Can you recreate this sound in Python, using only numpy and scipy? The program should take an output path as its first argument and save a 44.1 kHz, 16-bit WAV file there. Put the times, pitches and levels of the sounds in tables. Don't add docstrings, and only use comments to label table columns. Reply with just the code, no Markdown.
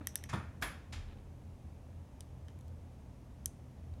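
import sys
import numpy as np
from scipy import signal
from scipy.fft import rfft, irfft
from scipy.io import wavfile
from scipy.ndimage import uniform_filter1d

SR = 44100
rng = np.random.default_rng(int(sys.argv[2]) if len(sys.argv) > 2 else 0)


def log_audio(samples):
    frames = np.atleast_2d(samples).T
    limited = np.clip(frames, -1, 1)
    pcm = np.round(limited * 32767).astype(np.int16)
    wavfile.write(sys.argv[1], SR, pcm)


N = 176400
T = np.arange(N) / SR
FREQS = np.maximum(np.fft.rfftfreq(N, 1 / SR), 1)


def from_db(db):
    return 10 ** (np.asarray(db) / 20)


def at_hz(points, hz):
    f, v = np.transpose(points)
    return np.interp(np.log(hz), np.log(f), v)


def noise(gain):
    x = irfft(rfft(rng.standard_normal(N)) * gain, N)
    return x / np.sqrt(np.mean(x ** 2) + 1e-20)


def narrow_noise(hz, width):
    return noise(1 / (1 + ((FREQS - hz) / width) ** 2) ** 2)


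def steady(x):
    return x / np.sqrt(uniform_filter1d(x ** 2, size=8000) + 1e-20)


def fade(start, t60):
    first, last = np.searchsorted(T, [start, start + 1.5 * t60])
    out = np.zeros(N)
    out[first:last] = np.exp(-np.log(1000) * (T[first:last] - start) / t60)
    return out


# f/Hz, relative level/dB
AIR_COLOUR = [(20, -23.5), (45, -5.5), (70, -2), (100, -10.5), (150, -11.5), (200, -12.5), (250, -13.5),
              (350, -23), (600, -23.5), (900, -28.5), (1400, -38), (2500, -41), (4500, -48), (6300, -46),
              (7500, -50), (9400, -49.5), (12000, -53.5), (15500, -58.5)]
# f/Hz, width/Hz, level/dB
HUMS = [(82.8, 10, -53), (123.1, 10, -58.5)]
# t/s, relative level/dB
HUM_WAVER = [(0.0, -55), (0.41, -50.5), (0.93, -52.5), (0.98, -48.5), (1.11, -57), (2.04, -47.5),
             (2.07, -60), (2.7, -47), (3.06, -58.5), (3.79, -54), (3.94, -44.5), (4.0, -49)]

def ventilation():
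    low, high = (from_db(db) * steady(narrow_noise(hz, width)) for hz, width, db in HUMS)
    outline = np.interp(T, *np.transpose(HUM_WAVER))
    waver = from_db(0.86 * (outline - outline.mean()))
    air = from_db(-53.5) * noise(from_db(at_hz(AIR_COLOUR, FREQS)))
    return low * waver + high + air


# t/s, f/Hz, level/dB, swell time/s
BOOMS = [(0.007, 280, -43.5, 0.0053), (0.327, 73.7, -40, 0.026), (0.29, 138.8, -53, 0.09),
         (0.329, 199.4, -45.5, 0.029), (0.614, 50, -44, 0.029), (0.946, 77.7, -40.5, 0.025),
         (0.947, 35.8, -45, 0.074)]

def room_booms():
    out = 0
    for start, hz, db, swell in BOOMS:
        age = np.maximum(T - start, 0)
        shape = age / swell * np.exp(1 - age / swell)
        out = out + from_db(db) * shape * np.sin(2 * np.pi * hz * age)
    return out


# t/s, f/Hz, width/Hz, relative level/dB, fade time/s
KNOCK_RINGS = [(0.33, 950, 110, -44, 0.21), (0.329, 1230, 150, -43.5, 0.32), (0.33, 1394, 60, -50, .37),
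               (0.33, 1755, 90, -49, .23), (0.327, 3460, 200, -52, 0.2), (0.33, 9530, 110, -63, .31),
               (0.33, 11000, 160, -68, .28), (0.327, 15150, 200, -71, 0.23), (0.622, 1147, 60, -51, .28),
               (0.622, 1227, 60, -50, 0.3), (0.621, 1720, 190, -39.5, 0.21), (0.621, 2233, 90, -47, 0.27),
               (0.622, 3280, 180, -51.5, .3), (0.632, 10300, 130, -56.5, .28),
               (0.637, 10620, 220, -52, 0.25), (0.637, 10930, 150, -57.5, .24),
               (0.625, 12800, 130, -55.5, .26), (0.625, 13400, 130, -64, .22), (0.625, 14550, 180, -62, .2),
               (0.922, 3420, 1200, -54.5, 0.25)]

def knock_rings(rise_s=0.0068, gain_db=1):
    out = 0
    for start, hz, width, db, t60 in KNOCK_RINGS:
        shape = np.clip((T - start) / rise_s, 0, 1) * fade(start, t60)
        out = out + from_db(db + gain_db) * shape * narrow_noise(hz, width)
    return out


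# f/Hz, fade time/s
ROOM_FADE = [(100, 1), (400, 0.41), (1500, 0.56), (3500, 0.48), (7000, 0.39), (13000, .27)]
KNOCK_BANDS = [125, 350, 900, 1800, 3500, 7000, 12500]
# t/s, rise time/s, fade time factor, share of early echoes (0-1),
# then level/dB per octave at each of KNOCK_BANDS
KNOCKS = [(0.009, 0.0031, 0.4, 0.71, -51, -50, -55.5, -55, -71, -97, -85),
          (0.288, 0.0084, 0.97, .45, -56, -74, -54.5, -47, -57, -52.5, -68),
          (0.326, 0.011, 0.97, 0.45, -40, -44, -44, -43.5, -53.5, -58, -64),
          (0.6135, 0.0022, 0.55, 0.8, -64, -59, -56, -68, -69, -59, -64),
          (0.620, 0.0055, 0.96, 0.51, -45.5, -47.5, -42, -37, -44.5, -47, -47),
          (0.923, 0.0066, 0.99, 0.4, -52.5, -67, -55, -50, -51, -54, -66)]

def distant_knocks(hold_s=0.0024, early_t60=0.058, treble_limit_hz=13600):
    out = np.zeros(N)
    for hz in 100 * 2 ** (np.arange(16) / 2):
        band = noise(np.abs(np.log2(FREQS / hz)) < 1 / 4)
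        power = 0
        for start, rise, length, share, *levels in KNOCKS:
            top_end = start + rise + hold_s
            attack = np.clip((T - start) / rise, 0, 1) * (T < top_end)
            early = share * fade(top_end, early_t60 * length)
            tail = (1 - share) * fade(top_end, at_hz(ROOM_FADE, hz) * length)
            gain = from_db(at_hz(list(zip(KNOCK_BANDS, levels)), hz))
            power = power + (gain * (attack + early + tail)) ** 2
        out += band * np.sqrt(power / 2)
    dull = 1 / np.sqrt(1 + (FREQS / treble_limit_hz) ** 20)
    return irfft(rfft(out) * dull, N)


# f/Hz, relative level/dB
RUB_COLOUR = [(300, 15), (900, 3.5), (2500, 2), (4200, -2.5), (5000, -29), (12000, -28)]
# t/s, length/s, relative level/dB
RUBS = [(0.0, 0.1, -66.5), (0.087, 0.18, -66.5), (0.223, 0.071, -66), (1.077, 0.063, -63.5),
        (1.12, 0.096, -73), (3.82, 0.042, -80)]

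def finger_rubs(grain_db=5.5, grain_hz=200):
    swell = 0
    for start, length, db in RUBS:
        arch = np.sin(np.pi * np.clip((T - start) / length, 0, 1))
        swell = swell + from_db(db) * np.sqrt(np.maximum(arch, 0))
    grain = from_db(grain_db * noise(1 / (1 + (FREQS / grain_hz) ** 2)))
    return swell * grain * noise(from_db(at_hz(RUB_COLOUR, FREQS)))


# f/Hz, relative level/dB
TAIL_COLOUR = [(600, -17), (2000, 1), (3200, -1), (4600, -7), (5400, -7.5), (6300, 2.5), (7200, -5),
               (8500, -2.5), (9550, 4.5), (10400, -6), (12200, -12), (15500, -30)]

def room_tail(tick_time, colour, pitch):
    start = tick_time + 0.001
    shape = 0.72 * fade(start, t60=0.11) + 0.28 * fade(start, t60=0.43)
    wash = noise(from_db(at_hz(TAIL_COLOUR, FREQS / pitch) + at_hz(colour, FREQS)))
    return from_db(-24.5) * wash * shape / (np.linalg.norm(shape) + 1e-9)


# f/Hz, width/Hz, relative level/dB, fade time/s
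ARM_NOTES = [(5830, 700, -51, 0.18), (8200, 900, -61.5, 0.19), (11600, 470, -69, .13),
             (14400, 500, -70, .11)]

def arm_ring():
    out = 0
    for hz, width, note_db, t60 in ARM_NOTES:
        level = sum(from_db(db + arm_db) * fade(start, t60) for start, db, _, _, arm_db, *_ in TICKS)
        out = out + from_db(note_db) * level * narrow_noise(hz, width)
    return out


def contact(chatter, delay_s=0.00058, t60=0.0056):
    age = T[:2048]
    push = rng.standard_normal(len(age)) * (age > delay_s) * np.exp(-np.log(1000) * age / t60)
    push *= chatter / np.linalg.norm(push)
    push[0] += np.sqrt(max(1 - chatter ** 2, 0))
    return push


def resonate(x, hz, width):
    r = np.exp(-np.pi * width / SR)
    feedback = [1, -2 * r * np.cos(2 * np.pi * hz / SR), r * r]
    return signal.lfilter(np.array([1, 0, -1]) * (1 - r * r) / 2, feedback, x + 1e-18)


# f/Hz, width/Hz, relative level/dB
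FRAME_NOTES = [(950, 660, -14), (1884, 150, 3.5), (2260, 180, -5.5), (3224, 140, 1.5), (3850, 190, -4),
               (4630, 650, -11.5), (5460, 360, -2), (6200, 335, 2.5), (7600, 750, -2), (9560, 1220, 3.5),
               (11830, 930, 1), (12700, 2100, -10.5), (14200, 540, -23)]

def frame_ring(push, colour, pitch, damping):
    return sum((-1) ** k * from_db(db + at_hz(colour, hz)) * resonate(push, hz * pitch, width * damping)
               for k, (hz, width, db) in enumerate(FRAME_NOTES))


TICK_BANDS = [2000, 4300, 6200, 9700, 13000]
# t/s, relative level/dB, chatter (0-1), room boost/dB, arm ring boost/dB,
# the grip's pitch factor and damping factor, then boost/dB at each of TICK_BANDS
TICKS = [(0.0712, -4, 0.24, 0, 2, 0.98, 1.07, -1, -3, -0.82, -5, 8),
         (0.1563, -5.5, 0.4, 1, 4, 0.96, 0.92, -1.5, 4, -1.1, 0.5, 11.5),
         (0.2379, -18, 1, 6, 5, 0.973, 1.2, 6, 3.5, 0.5, -5, 2),
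         (2.2067, -18.5, 0.69, 2, -18, 0.944, 1.14, -13, 6, -1.4, -4, 1),
         (2.4836, -31.5, 0.43, 13.5, -12, 0.96, 1.2, 8.5, 7.5, -1.2, -10, -18),
         (2.5892, -39, .7, 3, -12, 1.2, 1.8, -3, 2, 0, -6, -3),
         (2.6097, -34.5, 0.82, 2, -12, 1.09, 1.6, -3, 1, -0.81, -7.5, -14),
         (2.6810, -40, 0.64, -3, -12, 1.26, 1.8, -15, 11, -1, -7, -5),
         (3.4585, -0.5, 0.2, -4, -32, 0.99, 0.93, -19, -6, -0.47, -3.5, -1),
         (3.9380, -45, .7, 2, -12, 1.2, 1.6, 9, 6, 0, -13, -4)]

def frame_ticks(echo_delay_s=0.02, echo_db=-27):
    out = 0
    for start, db, chatter, room_db, _, pitch, damping, *band_db in TICKS:
        colour = list(zip(TICK_BANDS, band_db))
        click = frame_ring(contact(chatter), colour, pitch, damping)
        direct, echo = (np.pad(click, (int(t * SR), N))[:N] for t in (start, start + echo_delay_s))
        room = from_db(echo_db) * echo + room_tail(start, colour, pitch)
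        out = out + from_db(db) * (direct + from_db(room_db) * room)
    return out


def scene():
    glasses = frame_ticks() + arm_ring() + finger_rubs()
    knocking = distant_knocks() + knock_rings() + room_booms()
    return (glasses + knocking + ventilation())[None]


def record(dry):
    return signal.sosfilt(signal.ellip(10, .1, 70, 16300, fs=SR, output="sos"), dry)


dry = scene()
out = record(dry)
log_audio(out)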